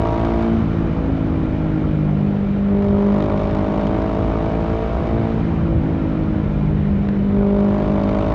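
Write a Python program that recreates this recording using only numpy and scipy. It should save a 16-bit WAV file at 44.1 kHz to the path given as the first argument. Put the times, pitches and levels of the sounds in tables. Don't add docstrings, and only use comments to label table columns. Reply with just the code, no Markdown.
import sys
import numpy as np
from scipy import signal
from scipy.fft import rfft, irfft
from scipy.io import wavfile
from scipy.ndimage import uniform_filter1d

SR = 44100
rng = np.random.default_rng(int(sys.argv[2]) if len(sys.argv) > 2 else 0)


def attenuation_scalar(level_db):
    decades = np.asarray(level_db, float) / 20
    return 10 ** decades


def digitize_waveform(pressure):
    field = np.atleast_2d(pressure).T
    bounded = np.clip(field, -1, 1)
    quanta = np.round(bounded * 32767).astype(np.int16)
    wavfile.write(sys.argv[1], SR, quanta)


N = 367794
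T = np.arange(N) / SR

# start of opening in seconds, start of shutting in seconds.
THROTTLE_ROWS = [
    (-1, .54),
    (2.6, 5.31),
    (7.23, 9.5),
]
SECOND_FIRING_CYCLES, SECOND_FIRING_DB = .63, -5


def evened(x):
    return x / np.sqrt(np.mean(x ** 2) + 1e-20)


def curve(rows):
    s, value = np.transpose(rows)
    return np.interp(T, s, value)


def bumps(rows, width_s):
    return sum(db * np.exp(-((T - s) / width_s) ** 2) for s, db in rows)


def drift(hz):
    z = rfft(rng.standard_normal(N))
    return evened(irfft(z * np.exp(-(np.fft.rfftfreq(N, 1 / SR) / hz) ** 2), N))


def noise(points, patchy_db, size):
    hz = np.fft.rfftfreq(size, 1 / SR)
    a, b, patches = rng.standard_normal((N * 4 // size + 5, len(hz), 3)).T
    patches = uniform_filter1d(patches, size=8, axis=0)
    patches = evened(uniform_filter1d(patches, size=8, axis=1))
    f, db = np.transpose(points)
    colour_db = np.interp(np.log(hz + 1), np.log(f + 1), db, left=-90, right=-120)[:, None]
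    z = (a + 1j * b) * attenuation_scalar(colour_db + patchy_db * patches)
    return evened(signal.istft(z, nperseg=size, noverlap=size * 3 // 4)[1][:N])


def butter(n, hz, kind):
    return signal.butter(n, hz, kind, fs=SR, output="sos")


def throttle():
    roll_on_s, snap_shut_s = .16, .08
    out = np.zeros(N)
    for on, shut in THROTTLE_ROWS:
        out += np.clip((T - on) / roll_on_s, 0, 1) * np.clip(1 - (T - shut) / snap_shut_s, 0, 1)
    return out


def cycle_rate():
    # time in seconds, rate in cycles per second.
    speed_rows = [(0, 55.6), (.49, 56.7), (.6, 56.2), (.65, 54.2), (.76, 55.4), (2.11, 50.65), (2.42, 49.9),
                  (3, 50.3), (3.92, 53.65), (4.71, 55.55), (5.06, 56.15), (5.32, 56.3), (5.39, 55),
                  (5.6, 54.9), (6.88, 50.3), (7.2, 49.95), (7.55, 50.25), (8.34, 52.95)]
    return curve(speed_rows)


def engine_load():
    # time in seconds, load from 0 to 1.
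    load_rows = [(0, 0.87), (.5, 0.38), (.62, 0.14), (2.55, 0.14), (2.8, 0.58), (3.2, 0.78), (5.25, 0.26),
                 (5.42, 0), (7.2, 0.08), (7.45, 0.59), (8.34, 0.93)]
    lag_s = .18
    load = np.clip(curve(load_rows), 0, 1)
    return load, np.interp(T - lag_s, T, uniform_filter1d(load, size=SR // 4))


def swells(k):
    # time in seconds, order, level in dB.
    swell_rows = [(.1, 4, -8), (.5, 4, 6), (.5, 6, -1.5), (.72, 4, -4), (0.61, 6, -1), (1.05, 4, -6),
                  (1.7, 3, 3.5), (1.9, 5, 4), (1.91, 6, -2.5), (2.03, 4, -3.5), (2.34, 3, 5), (2.5, 6, -9),
                  (2.95, 6, -5), (2.3, 5, 3), (3.2, 3, 3), (3.4, 6, -7), (4.9, 8, 13), (5.15, 6, -1.5),
                  (5.3, 6, -8.5), (4.9, 5, -10), (5.7, 6, 3.5), (5.799, 4, -8.5), (5.7, 5, -6.5),
                  (9.4, 3, 4), (6.3, 4, 5.5), (6.55, 6, -10.5), (6.5, 5, -2.5), (6.75, 6, -4.5),
                  (8.4, 3, -1), (6.5, 6, -7), (7.3, 5, 6.5), (8.9, 6, -13), (7.8, 6, -5), (8, 8, -0.5),
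                  (8.1, 5, 6), (0.26, 8, -4), (1.101, 5, 5), (7.9, 3, 5.5), (3.3, 4, -1), (3, 7, 5),
                  (3.25, 7, 8.5), (7.6, 7, 8.5), (7.8, 7, 11), (3.2, 9, 3), (7.55, 9, 4), (7.9, 9, 2.5),
                  (8.1, 9, 9), (1, 9, 5.5), (7.1, 9, 2.5), (3.2, 5, 4.5), (3.2, 8, 0.5), (3.4, 7, 2),
                  (2.83, 11, -8.5), (2.8, 11, -0.5), (7.8, 11, -4.5), (3.9, 10, 7), (5.7, 10, 7),
                  (2.35, 8, 2.5), (1.6, 6, -1)]
    # time in seconds, order, level in dB.
    lift_rows = [(2.5, 11, -9.5), (7.05, 11, -7), (7.3, 11, -7.5), (3.4, 14, -14), (2.8, 15, -10),
                 (2.8, 19, -4.5), (2.8, 21, -10), (7.6, 21, -3.5), (2.6, 12, 1.5), (.8, 2, 6.5),
                 (3.9, 1, 4), (4.3, 1, 5), (2.9, 1, -4), (5.6, 1, -3), (7, 1, -4.5), (4.6, 13, -9),
                 (2.8, 13, -5.5), (3.4, 16, -8), (4.8, 16, -5), (0.093, 15, 7), (0.32, 16, 4.5),
                 (.1, 17, 4), (.1, 7, -6), (.4, 9, -7), (3.3, 7, 3), (3.7, 7, 6), (.1, 19, -5),
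                 (.4, 19, -7), (.4, 18, 4), (4, 18, 4), (4.3, 19, -1), (4.6, 16, 4), (5.4, 13, -3),
                 (4.3, 14, -3), (4, 14, 3.5), (3.1, 23, 7.5), (3.4, 23, 8), (4.3, 23, 7), (7.9, 23, 8),
                 (4.9, 21, 5), (5, 20, 4), (7.3, 20, 6.5), (7.6, 12, 4.5), (8, 9, -5), (5.5, 9, 3),
                 (2.55, 3, -2), (3.5, 4, 3.5), (3.72, 4, 5), (3.9, 4, 2), (.64, 4, 4), (7.15, 3, -3),
                 (6.35, 6, 2), (3.75, 6, 1), (2.4, 5, 1.5), (5.9, 5, -2.5), (8, 4, 1), (8.2, 4, 3),
                 (7.9, 8, 1), (1.3, 6, 1.5), (.85, 6, 1.5)]
    rows = [(s, db) for s, multiple, db in swell_rows + lift_rows if round(multiple) == k]
    return bumps(rows, width_s=.1)


def order(turns, k, wobble_db, wobble_rad):
    k = round(k)
    place, db = SECOND_FIRING_CYCLES, SECOND_FIRING_DB
    if k > 8:
        place, db = .65, -4
    lead_cycles = .045
    phase = np.angle(1 + attenuation_scalar(db) * np.exp(-2j * np.pi * k * place))
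    phase += 2 * np.pi * lead_cycles * max(k - 9, 0)
    phase += np.pi / 2 if 5 <= k <= 7 else .25
    phase += .15 * rng.standard_normal()
    level = np.sqrt(2) * attenuation_scalar(wobble_db * drift(hz=8.8))
    return level * np.cos(2 * np.pi * k * turns + phase + wobble_rad * drift(hz=5.9))


def lope(turns, hz, load):
    # order, level in dB throttle shut, level in dB throttle open.
    lope_rows = [(1, -34, -26.5), (2, -37.5, -26.5)]
    out = np.zeros(N)
    for k, shut_db, open_db in lope_rows:
        level_db = shut_db + load * (open_db - shut_db) + swells(k) + .5 * (hz - 51.5)
        out += attenuation_scalar(level_db) * order(turns - .08, k, .98, .16)
    return out


def thud(turns, hz):
    # order, level in dB throttle shut, level in dB throttle open, lag in cycles.
    thud_rows = [(3, -26, -33, .08), (4, -27, -36, .045), (5, -31.5, -31.5, 0), (6, -30.5, -29.5, 0),
                 (8, -43, -31.5, .012)]
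    # centre in Hz, width in Hz, lift in dB throttle shut, lift in dB open.
    tunnel_rows = [(149.6, 1.2, -6, 4), (152.6, 1.7, 7.5, 2), (200, 5.2, 8, 21), (203.3, 1.8, -1, 4),
                   (299.5, 3.8, -7, -8), (312, 10, 5.5, 1), (164, 3, 2, -1), (226, 5, 4, 12),
                   (251, 4, -6, -4), (268, 5, 7, 3), (282, 4, 1, 2), (339, 3.5, 1, 6), (402, 4.5, 5, 9),
                   (444, 6, 3, 1)]
    # time in seconds, level in dB.
    recess_rows = [(.68, -0.5), (.93, 0), (1.08, -4), (1.44, -2.5), (1.62, -1), (2.55, -1), (4.56, -1),
                   (4.96, -19.5), (5.5, 1), (6.22, -1.5), (6.57, 1.5), (7.2, 1)]
    edge, recess_s, wall_db = 3, .12, .6
    out, opened = np.zeros(N), throttle()
    for k, shut_db, open_db, lag in thud_rows:
        k = round(k)
        lift_db = np.zeros(N)
        for peak_hz, width_hz, low_db, high_db in tunnel_rows:
            near = np.exp(-abs((k * hz - peak_hz) / width_hz) ** edge)
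            lift_db += (low_db + opened * (high_db - low_db)) * near
        sway_db = wall_db * drift(hz=14.0) + bumps(recess_rows, recess_s)
        sway_db = attenuation_scalar(-np.maximum(lift_db, 0) / 2) * sway_db + swells(k)
        level_db = shut_db + opened * (open_db - shut_db) + lift_db + sway_db
        out += attenuation_scalar(level_db) * order(turns - lag, k, .6, .12)
    return out


def bark_level_db(hz, load):
    shut_db, open_db, load_db, coast_db_per_hz = -39, -33.5, 7, .8
    gulp_db, gulp_s = -7, .17
    opened = throttle()
    gulp = sum(np.exp(-((T - shut - gulp_s) / gulp_s) ** 2) for on, shut in THROTTLE_ROWS)
    level_db = shut_db + opened * (open_db - shut_db + load_db * load) + gulp_db * gulp
    return level_db + coast_db_per_hz * (1 - opened) * (hz - hz.mean())


def bark(turns, hz, load, late_load):
    # level in dB throttle shut, level in dB throttle open.
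    bark_rows = [(-5, -14), (0, -14), (-2, -27.5), (-2.5, -1.5), (-2.5, -0.5), (-12, -14.5), (-6.5, -16.5),
                 (-15, -18), (-19, -14.5), (-15.5, -13), (-17, -22), (-18, -16.5), (-21, -12.5),
                 (-23, -14.5), (-23.5, -19), (-24, -21), (-29.5, -31), (-27, -24), (-23, -35), (-29, -35),
                 (-29.5, -21.5)]
    # centre in Hz, width in Hz, lift in dB.
    lift_rows = [(526, 19, -10.5), (690, 17, 0.5), (757, 51, 7.5), (954, 30, 10.5), (1124, 20, 6.5)]
    bloom_db, coast_top_db = -11.5, -5
    out, opened = np.zeros(N), throttle()
    firing_db = bark_level_db(hz, load) + .6 * drift(hz=40.)
    for k, (shut_db, open_db) in zip([7, *range(9, 29)], bark_rows):
        lift = sum(db * np.exp(-((k * hz - peak_hz) / width_hz) ** 2) for peak_hz, width_hz, db in lift_rows)
        pipe_db = load * lift
        if k > 12:
            pipe_db += bloom_db * np.maximum(load - late_load, 0) + coast_top_db * (1 - opened)
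        level_db = firing_db + shut_db + load * (open_db - shut_db) + pipe_db + swells(k)
        out += attenuation_scalar(level_db) * order(turns - .012, k, .05 * k, .0007 * k * k)
    return out


def puffs(turns, second_db, fade_cycles, spread_db):
    strength = attenuation_scalar(spread_db * rng.standard_normal((500, 2)))
    out = np.zeros(N)
    for k, (place, db) in enumerate([(0, 0), (SECOND_FIRING_CYCLES, second_db)]):
        u = turns + 1.04 - place
        out += attenuation_scalar(db) * strength[u.astype(int), k] * np.exp(-(u % 1) / fade_cycles)
    return uniform_filter1d(out, size=150)


def roar(turns, hz, load, hiss_db):
    # frequency in Hz, density in dB per Hz.
    roar_rows = [(88, -41), (150, 2), (253, -13), (315, -4), (371, -9.5), (609, -15), (802, -16),
                 (1430, -24.5), (4000, -46), (5200, -82.5), (8800, -120)]
    gate = .9 - .25 * load + (.3 + .6 * load) * puffs(turns, -3, .11, 1.6)
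    level_db = -27.0 + .26 * (hiss_db + 50.0) + .21 * load
    out = attenuation_scalar(level_db) * noise(roar_rows, 1.6, size=1024) * gate
    rasp = .51 * (load - .3) + .073 * (1 - throttle()) * (hz - 53.5)
    return out + rasp * signal.sosfiltfilt(butter(2, (756, 1490), "band"), out)


def flares():
    # time in seconds, level in dB.
    flare_rows = [(.0702, 0.5), (0.1222, 1), (0.1964, -17), (0.249, 4), (0.4246, 7), (2.8225, 0),
                  (2.8435, 4.5), (2.8844, 4), (3.021, 2), (3.0642, 5), (3.1224, 4), (3.142, 4), (3.162, 0),
                  (3.181, 4), (3.204, 7), (3.2241, 6), (3.259, 2), (3.375, 5), (3.4326, 1), (3.5082, 0),
                  (3.5483, -1.5), (3.5865, -6), (3.6244, -2), (3.777, 4), (3.8108, 2), (3.8686, 9),
                  (3.9806, -1.5), (4.018, 1.5), (4.4577, -1.5), (4.7292, -2), (5.0697, 3), (7.6023, 4),
                  (7.683, 0.5), (7.7423, 0), (7.7814, 0), (7.821, 0.5), (7.8565, -0.5), (7.919, -1),
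                  (7.995, -8), (8.036, 6), (8.0906, 6), (8.1472, 4), (8.186, 1.5), (8.2112, -1),
                  (8.2224, 0), (8.2825, -7), (8.3199, -2)]
    fade_s = .0028
    out = np.zeros(N)
    for s, db in flare_rows:
        out[round(s * SR)] = attenuation_scalar(db - .5)
    out = signal.oaconvolve(out, np.exp(-np.arange(1000) / SR / fade_s))[:N]
    return uniform_filter1d(uniform_filter1d(out, size=60), size=60)


def hiss(turns, load, hiss_db):
    # frequency in Hz, density in dB per Hz.
    hiss_rows = [(700, -28.5), (1200, -2), (1600, -11.5), (1900, -9), (2350, -12.5), (2800, -15.5),
                 (3600, -18.5), (5000, -25.5), (6400, -32), (8000, -42), (10000, -59), (12500, -66.5),
                 (14500, -77.5)]
    gate = 1 - .5 * load + 1.05 * load * puffs(turns - .04, 10, .16, 1.6)
    gate /= np.sqrt(uniform_filter1d(gate ** 2, size=4000))
    jet = noise(hiss_rows, .65, size=256)
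    crackle = jet + .8 * signal.sosfilt(butter(2, 3800, "high"), jet)
    return attenuation_scalar(hiss_db + 4.5) * (jet * gate + crackle * flares())


def panels(x):
    # centre in Hz, width in Hz, share throttle shut, share throttle open.
    panel_rows = [(1373, 51, 0.53, 0.092), (2280, 80, .3, 0.73), (2400, 44, 0.93, .3),
                  (3010, 140, 0.48, 0.43), (3660, 64, .1, 0.54)]
    out, opened = x.copy(), throttle()
    for hz, width_hz, shut, wide in panel_rows:
        out += (shut + opened * (wide - shut)) * signal.lfilter(*signal.iirpeak(hz, hz / width_hz, SR), x)
    return out


def engine():
    hz = cycle_rate()
    turns = .75 + np.cumsum(hz) / SR
    load, late_load = engine_load()
    hiss_db = -53 + .42 * (hz - hz.min()) + 7.5 * late_load
    tone = lope(turns, hz, load) + thud(turns, hz) + bark(turns, hz, load, late_load)
    return tone + panels(roar(turns, hz, load, hiss_db) + hiss(turns, load, hiss_db))


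def microphone_hiss():
    # frequency in Hz, density in dB per Hz.
    air_rows = [(5000, -3), (8000, 0), (11000, -7), (13000, -22.5)]
    return attenuation_scalar(-81.5) * noise(air_rows, .3, size=256)


def wind():
    # frequency in Hz, density in dB per Hz.
    wind_rows = [(14, -44.5), (26, -15.5), (40, -5.5), (60, -1.5), (90, -1), (130, -5.5), (200, -11),
                 (400, -23)]
    # time in seconds, level in dB.
    gust_rows = [(.3, 0), (.84, 0.5), (1, 1.5), (1.85, 3), (2.11, -2.5), (2.35, -1.5), (2.93, 5.5),
                 (3.14, -3), (3.38, -6), (3.52, 1), (3.8, 0), (4.28, 1), (4.68, 3.5), (4.97, 4), (5.18, 8),
                 (5.78, 7.5), (6.21, 3), (6.53, 1.5), (6.68, 1.5), (6.95, 3), (7.39, 4), (7.88, 3),
                 (8.1, 1.5), (8.3, 2)]
    shut_db, open_db, gust_s = -24, -26, .057
    level_db = shut_db + throttle() * (open_db - shut_db) + bumps(gust_rows, gust_s)
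    level_db += 1.2 * drift(hz=3.0) + .2 * drift(hz=18.0)
    return attenuation_scalar(level_db) * noise(wind_rows, .43, size=4096)


def ticks():
    # time in seconds, peak in dB.
    tick_rows = [(2.822, -29), (2.8445, -31), (3.2045, -22), (3.225, -27), (7.0884, -17), (7.4227, -29),
                 (1.912, -27), (1.123, -27), (6.047, -30), (6.237, -30), (6.6583, -32), (8.0385, -25),
                 (4.0185, -27)]
    out, t = np.zeros(N + 400), np.arange(400) / SR
    dull = np.vstack([butter(1, 500, "high"), butter(2, 1400, "low"), butter(3, 4800, "low")])
    for s, db in tick_rows:
        snap = 3.5 * (t == 0) + rng.standard_normal(400)
        snap = signal.sosfilt(dull, snap * attenuation_scalar(-60 * t / .006))
        out[round(s * SR):][:400] += attenuation_scalar(db - .5) * snap / abs(snap).max()
    return out[:N]


def boom():
    # start in seconds, length in seconds, level in dB.
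    boom_rows = [
        (3.27, 1.6, -22),
        (7.836, 0.49, -21.5),
    ]
    boom_hz, fade_db_per_s, waver_db = 200.4, -9, 2
    out = np.zeros(N)
    for start, length, db in boom_rows:
        fade = np.clip((T - start) / .061, 0, 1) * np.clip((start + length - T) / .088, 0, 1)
        level_db = db + fade_db_per_s * np.maximum(T - start, 0) + waver_db * drift(hz=4.4)
        wave = np.sin(2 * np.pi * boom_hz * T + .19 * drift(hz=13.0))
        out += np.sqrt(2) * attenuation_scalar(level_db) * fade * wave
    return out


def scene():
    mix = engine() + microphone_hiss() + wind() + ticks() + boom()
    return (mix * np.clip(.3 + T / .001, 0, 1))[None]


def low_pass(x):
    return signal.sosfilt(signal.butter(12, 13900, fs=SR, output="sos"), x)


def record(dry):
    power_db = 10 * np.log10(uniform_filter1d(dry ** 2, size=1500, axis=1) + 1e-9)
    ridden = dry * attenuation_scalar(-.25 * np.maximum(power_db + 18.5, 0))
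    return low_pass(ridden)


dry = scene()
out = record(dry)
digitize_waveform(out)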